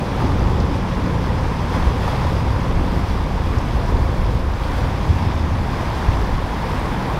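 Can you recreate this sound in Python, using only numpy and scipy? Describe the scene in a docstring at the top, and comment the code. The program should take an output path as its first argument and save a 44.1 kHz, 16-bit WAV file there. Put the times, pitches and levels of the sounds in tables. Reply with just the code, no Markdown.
"""Motor yacht in the surf.

The bow throws sheets of spray over a roaring wash, waves pound the hull, and bubbles churn astern.
Two diesels drone and their drowned exhausts boom, fading as the boat draws away.
Wind buffets the microphone, and a few near drops tick through the hiss."""
import sys
import numpy as np
from scipy import signal
from scipy.fft import rfft, irfft, next_fast_len
from scipy.io import wavfile
from scipy.ndimage import uniform_filter1d, map_coordinates

SR = 44100
rng = np.random.default_rng(int(sys.argv[2]) if len(sys.argv) > 2 else 0)


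def wrap_up_sound(samples):
    """Save the sound to the file named by the first command line argument, as 16-bit audio."""
    columns = np.atleast_2d(samples).T
    # keep every value between -1 and 1, then stretch to whole-number steps
    tamed = np.clip(columns, -1, 1)
    steps = np.round(tamed * 32767).astype(np.int16)
    wavfile.write(sys.argv[1], SR, steps)


N = 317079
T = np.arange(N) / SR
TOP_HZ = 15750


# time_s, wash_db, spray_db, mist_db
SURF_LEVELS = [(0, -30.5, -43, -56), (.8, -30.5, -43.5, -57), (1.5, -30, -42.5, -56),
               (3.3, -31, -44.5, -56), (4.45, -32.5, -45.5, -56.5), (5.2, -31, -44, -57),
               (6.5, -30.5, -44.5, -56), (7.2, -28, -44, -53)]
# freq_hz, gain_db
WASH_SPECTRUM = [(350, -16), (650, -7), (820, -3), (980, -1.5), (1120, -5.5), (1320, -11.5), (1650, -11),
                 (2100, -13.5), (2800, -20), (4000, -24.5), (9000, -70)]

def bow_wash():
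    """Small bubbles roar in the breaking bow wave, louder with each sheet of water."""
    level_db = curves(SURF_LEVELS)[0] + sheets_db()
    water = rush(patchy_db=0)
    water += 0.2 * bubbles(1502, spread=0.2874, cycles=11.3, scatter_db=1, count=5000, samples=600)
    return amp(level_db) * coloured(water, WASH_SPECTRUM)


# peak_s, rise_db, attack_s, decay_s
BOW_SHEETS = [(.22, 2.5, .12, 0.09), (1.03, 0.5, .1, .25), (1.76, 3, 0.091, 0.12), (2.09, 4, 0.15, 0.28),
              (2.97, 1.3, .12, .12), (3.58, 1.1, 0.25, .25), (3.9, 1.5, 0.21, 0.29),
              (4.78, 3.5, 0.29, 0.21), (5.22, 1.5, 0.23, 0.12), (5.8, 2.8, .2, 0.31),
              (6.03, 2.1, .14, 0.34), (6.76, 1.8, 0.29, .2)]

def sheets_db():
    """Level rise as the bow throws up sheets of water that fall back."""
    return sum(db * swell(peak_s, attack_s, decay_s) for peak_s, db, attack_s, decay_s in BOW_SHEETS)


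# freq_hz, gain_db
SPRAY_SPECTRUM = [(1200, -13), (2400, 0.5), (3000, -2), (3400, 2.5), (3950, -4.5), (4900, -0.5), (5600, -4),
                  (6500, -9.5), (7500, -15), (10100, -19.5), (15900, -41)]
MIST_SPECTRUM = [(4100, -7), (7400, -1.5), (9900, -1), (12100, -2), (14100, -4), (15900, -7)]

def spray():
    """Sheets of drops patter back on the sea under a hiss of fine mist."""
    _, spray_db, mist_db = curves(SURF_LEVELS)
    patter = rush(patchy_db=1.13)
    patter += 0.32 * bubbles(4500, spread=0.3, cycles=3.2, scatter_db=3, count=6000, samples=140)
    mist = rush(patchy_db=0)
    mist += 0.39 * bubbles(9800, spread=0.17, cycles=4.5, scatter_db=3.5, count=6000, samples=60)
    surge_db = sheets_db() + 0.48 * wobble(20)
    return (amp(spray_db + 1 + 0.95 * surge_db) * coloured(patter, SPRAY_SPECTRUM)
            + amp(mist_db + 1.3 * surge_db) * coloured(mist, MIST_SPECTRUM))


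# time_s, level_db
WAKE_LEVEL = [(0, -28.5), (.8, -29.5), (2, -30), (3.4, -31.5), (4.08, -29.5), (4.5, -32.5), (5.5, -32.5),
              (6.45, -31.5), (7.2, -29.5)]
# freq_hz, gain_db
WAKE_SPECTRUM = [(150, -53), (330, -0.5), (420, -1), (530, 1.5), (620, -2.5), (760, -0.5), (1200, 2),
                 (4000, -51)]

def wake():
    """Large bubbles churn behind the stern, swelling with each pound and sheet."""
    level_db = curves(WAKE_LEVEL)[0] + 0.27 * pounds_db() + 0.58 * sheets_db()
    churn = rush(patchy_db=0.7)
    churn += 0.47 * bubbles(485, spread=0.192, cycles=15.6, scatter_db=0, count=2200, samples=1400)
    return amp(level_db - 1.5) * coloured(churn, WAKE_SPECTRUM)


# time_s, level_db
CHOP_LEVEL = [(0, -25.5), (1.5, -26.5), (2.7, -26.5), (3.3, -28), (3.8, -26.5), (4.5, -30.5), (5, -26),
              (6.5, -27.5), (7.2, -26)]
# freq_hz, gain_db
HULL_SPECTRUM = [(50, -42), (115, -0.5), (160, -3), (220, -6), (275, -6), (350, -13.5), (600, -34),
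                 (2000, -120)]

def hull():
    """Chop drums on the broad hull panels, harder each time the boat pounds."""
    level_db = curves(CHOP_LEVEL)[0] + pounds_db()
    drumming = coloured(rng.standard_normal(N), HULL_SPECTRUM)
    return amp(level_db + 0.07) * steadied(drumming, evenness=0.47)


# peak_s, rise_db
HULL_POUNDS = [(.22, 7.5), (.63, 4), (1.07, 4.5), (1.77, 3), (2.15, 3), (2.81, 4), (2.94, 3), (3.52, 1.5),
               (3.94, 4.5), (5.09, 2), (5.33, 0), (6.05, 3), (6.93, 3)]

def pounds_db():
    """Level rise as the hull meets one wave after another."""
    return sum(db * swell(peak_s, attack_s=0.044, decay_s=0.12) for peak_s, db in HULL_POUNDS)


# time_s, crank_hz, level_db
ENGINE_RUN = [(0, 30.7, -34), (1, 30.3, -30), (1.6, 27.7, -30.5), (2.6, 29, -31), (3.2, 29.7, -35),
              (5, 29.3, -34.5), (7.2, 36.4, -46)]
# crank_order, gain_db
EXHAUST_TONES = [(4.05, -2.5), (4.55, -1), (6, 2), (15, -15), (17.2, -17), (18.1, -10.5)]

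def diesels():
    """Two shafts at nearly the same speed beat; water over the exhausts makes them burble."""
    crank_hz, level_db = curves(ENGINE_RUN)
    drone = np.zeros(N)
    for detune in (-0.004, 0.004):
        turns = np.cumsum(crank_hz * (1 + detune + 0.008 * wobble(8))) / SR
        for order, gain_db in EXHAUST_TONES:
            burble_db = 1.85 * wobble(12)
            drone += amp(gain_db + burble_db) * np.sin(2 * np.pi * (order * turns + rng.random()))
    return amp(level_db + 2) * unit(drone)


# time_s, level_db
RUMBLE_LEVEL = [(0, -28), (.7, -25), (2.5, -25), (5.8, -25), (7.2, -30.5)]
# start_s, length_s, rise_db
EXHAUST_BOOMS = [(.22, .44, 7.5), (1.05, .33, 3), (1.6, .48, 2), (2.25, 0.35, 5.5), (2.9, .31, 5.5),
                 (3.39, .22, 2.5), (3.92, .2, 5), (4.19, 0.33, 4.5), (4.8, 0.13, 4.5), (5.06, .56, 6),
                 (6.7, 0.074, 5.5)]
# freq_hz, gain_db
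PIPE_RESONANCE = [(35, -36), (58, -4), (70, 4), (88, 4.5), (110, -2.5), (130, -10), (250, -53), (800, -120)]

def exhaust_rumble():
    """Gas leaves the drowned pipes in uneven gulps; they boom while the stern lifts them clear."""
    when, size = rng.random((1500, 2)).T
    gulps = np.bincount((when * N).astype(int), size - 0.5, N)
    level_db = curves(RUMBLE_LEVEL)[0] + held_db(EXHAUST_BOOMS, edge_s=0.035) + 1.4 * wobble(14)
    return amp(level_db - 0.7) * steadied(coloured(gulps, PIPE_RESONANCE), evenness=0.94)


# time_s, level_db
BREEZE_LEVEL = [(0, -32), (.3, -24), (1.4, -25), (2.5, -25), (4.5, -24), (5.7, -26.5), (7.2, -25.5)]
# start_s, length_s, rise_db
WIND_GUSTS = [(.22, 0.4, 3), (1.79, 0.12, 8.5), (2.7, 0.21, 5.5), (2.98, 0.42, 1.5), (3.69, .38, 4.5),
              (4.14, 0.12, 8), (6.05, 0.39, 5.5)]
# freq_hz, gain_db
BUFFET_SPECTRUM = [(8, -33), (22, -5.5), (42, -2.5), (60, 2), (72, -14), (100, -17.5), (300, -51),
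                   (900, -120)]
# centre_s, level_db, pitch_hz
WIND_EDDIES = [(0.467, -15, 45.7), (1.432, -11.5, 69.4), (1.873, -11, 55), (3.577, -10, 66.3),
               (3.95, -7, 60.5), (4.355, -10.5, 74), (4.841, -9, 75), (5.11, -7.5, 80), (6.091, -7.5, 60)]

def wind():
    """Gusts buffet the microphone over a fluttering breeze, and single eddies thump it."""
    level_db = curves(BREEZE_LEVEL)[0] + held_db(WIND_GUSTS, edge_s=0.051) + 1.2 * wobble(14)
    buffet = amp(level_db) * steadied(coloured(rng.standard_normal(N), BUFFET_SPECTRUM), evenness=1)
    for centre_s, eddy_db, pitch_hz in WIND_EDDIES:
        offset = np.pi * pitch_hz * (T - centre_s)
        buffet *= 1 - 0.5 * np.exp(-offset ** 2 / 4)  # the eddy displaces the flow
        thump = (2 * offset ** 2 - 1) * np.exp(-offset ** 2)  # suction in the core, a push either side
        buffet += amp(eddy_db + 2.5) * thump
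    return buffet


# start_s, level_db
HULL_SLAPS = [(0.202, -19), (.318, -23), (1.74, -18), (2.077, -18), (2.56, -19)]

def slaps():
    """Water smacks the side of the hull in dull bursts."""
    pitch_hz, t60_s = 990, 0.055
    return bursts([(start_s, db, pitch_hz, t60_s) for start_s, db in HULL_SLAPS], half_width_oct=0.4)


# start_s, level_db, pitch_hz, t60_s
NEAR_DROPS = [(.394, -31, 5300, .015), (.602, -25, 4530, 0.027), (1.262, -30, 4500, .01),
              (2.032, -30, 3200, .012), (3.585, -29, 5700, .022), (6.133, -24, 2850, 0.01),
              (6.795, -35, 8980, .012)]

def drops():
    """Each near drop lands with a short tick of narrow noise."""
    return amp(-1.5) * bursts(NEAR_DROPS, half_width_oct=0.25)


# freq_hz, gain_db
HISS_SPECTRUM = [(30, -6), (130, -17.5), (260, -11), (500, 3.5), (1000, 3.5), (2200, 7), (3400, 2),
                 (4800, -2.5), (6000, -4), (9000, -2), (10200, -5), (11500, -25)]

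def side_hiss():
    """Faint, steady hiss that differs between the two channels."""
    return amp(-55.5) * coloured(rng.standard_normal(N), HISS_SPECTRUM)


def bubbles(centre_hz, spread, cycles, scatter_db, count, samples):
    """Pings that fall 60 dB in `cycles` and rise in pitch as each bubble nears the surface; rms 1."""
    when, pitch, strength = rng.random((count, 3)).T
    pitch_hz = np.clip(centre_hz * (pitch / (1 - pitch)) ** spread, 100, TOP_HZ)
    turns = pitch_hz[:, None] * np.arange(samples) / SR
    age = turns / cycles
    envelope = amp(-60 * age) * (1 - np.exp(-2 * turns))
    pings = envelope * np.sin(2 * np.pi * turns * (1 + age / 10))
    gain = amp(scatter_db * np.minimum(-np.log(1 - strength), 5))
    index = (when * N).astype(int)[:, None] + np.arange(samples)
    return unit(np.bincount(index.ravel(), (gain[:, None] * pings).ravel(), N)[:N])


def rush(patchy_db):
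    """Noise whose gain drifts in patches of time and frequency; rms 1."""
    spectra = signal.stft(rng.standard_normal(N), nperseg=512)[2]
    patches = uniform_filter1d(rng.standard_normal(spectra.shape), size=7, axis=0)
    patches = unit(uniform_filter1d(patches, size=12, axis=1))
    return unit(signal.istft(spectra * amp(patchy_db * patches), nperseg=512)[1][:N])


def bursts(rows, half_width_oct):
    """One decaying burst of band noise per row."""
    out, t = np.zeros(N), T[:SR // 10]
    for start_s, level_db, pitch_hz, t60_s in rows:
        edges_hz = [pitch_hz / 2 ** half_width_oct, min(pitch_hz * 2 ** half_width_oct, TOP_HZ)]
        band = signal.butter(2, edges_hz, "bandpass", fs=SR, output="sos")
        burst = signal.sosfilt(band, rng.standard_normal(len(t)) * amp(-60 * t / t60_s))
        out[round(start_s * SR):][:len(t)] += amp(level_db) * burst / np.abs(burst).max()
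    return out


def steadied(x, evenness):
    """Even out the power over about 0.1 s, from not at all (0) to fully (1); rms 1."""
    power = np.abs(uniform_filter1d(uniform_filter1d(x ** 2, size=3000), size=1500)) + 1e-6
    return unit(x / power ** (evenness / 2))


def held_db(rows, edge_s):
    """Level rises that ramp up, hold and ramp down."""
    return sum(rise_db * np.clip(np.minimum(T - start_s, start_s + length_s - T) / edge_s + 0.5, 0, 1)
               for start_s, length_s, rise_db in rows)


def swell(peak_s, attack_s, decay_s):
    """Linear rise to 1, then exponential fall."""
    return np.clip(1 + (T - peak_s) / attack_s, 0, 1) * np.exp(-np.maximum(T - peak_s, 0) / decay_s)


def wobble(rate_hz):
    """Smooth random curve with knots at rate_hz."""
    return map_coordinates(rng.standard_normal(int(N * rate_hz / SR) + 4), [T * rate_hz])


def curves(rows):
    """One value per sample for each column after time_s."""
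    time_s, *columns = np.transpose(rows)
    return [np.interp(T, time_s, column) for column in columns]


def coloured(x, spectrum):
    """Shape x by freq_hz, gain_db points; rms 1."""
    freq_hz, gain_db = np.transpose(spectrum)
    return unit(filtered(x, lambda hz: amp(np.interp(np.log(hz + 1), np.log(freq_hz), gain_db))))


def filtered(x, response):
    """Apply the gain response(hz) by FFT."""
    size = next_fast_len(N + SR // 2)
    return irfft(rfft(x, size) * response(np.fft.rfftfreq(size, 1 / SR)), size)[..., :N]


def amp(db):
    """Decibels to gain."""
    return 10 ** (np.asarray(db) / 20)


def unit(x):
    """Scale to rms 1."""
    return x / np.sqrt(np.mean(x ** 2) + 1e-20)


def scene():
    """One microphone feeds both channels; only a faint hiss differs between them."""
    mid = wind() + diesels() + exhaust_rumble() + hull()
    mid += wake() + bow_wash() + spray() + slaps() + drops()
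    side = side_hiss()
    return np.array([mid + side, mid - side])


def record(dry):
    """Brick-wall low-pass at TOP_HZ."""
    return filtered(dry, lambda hz: hz < TOP_HZ)


dry = scene()
out = record(dry)
wrap_up_sound(out)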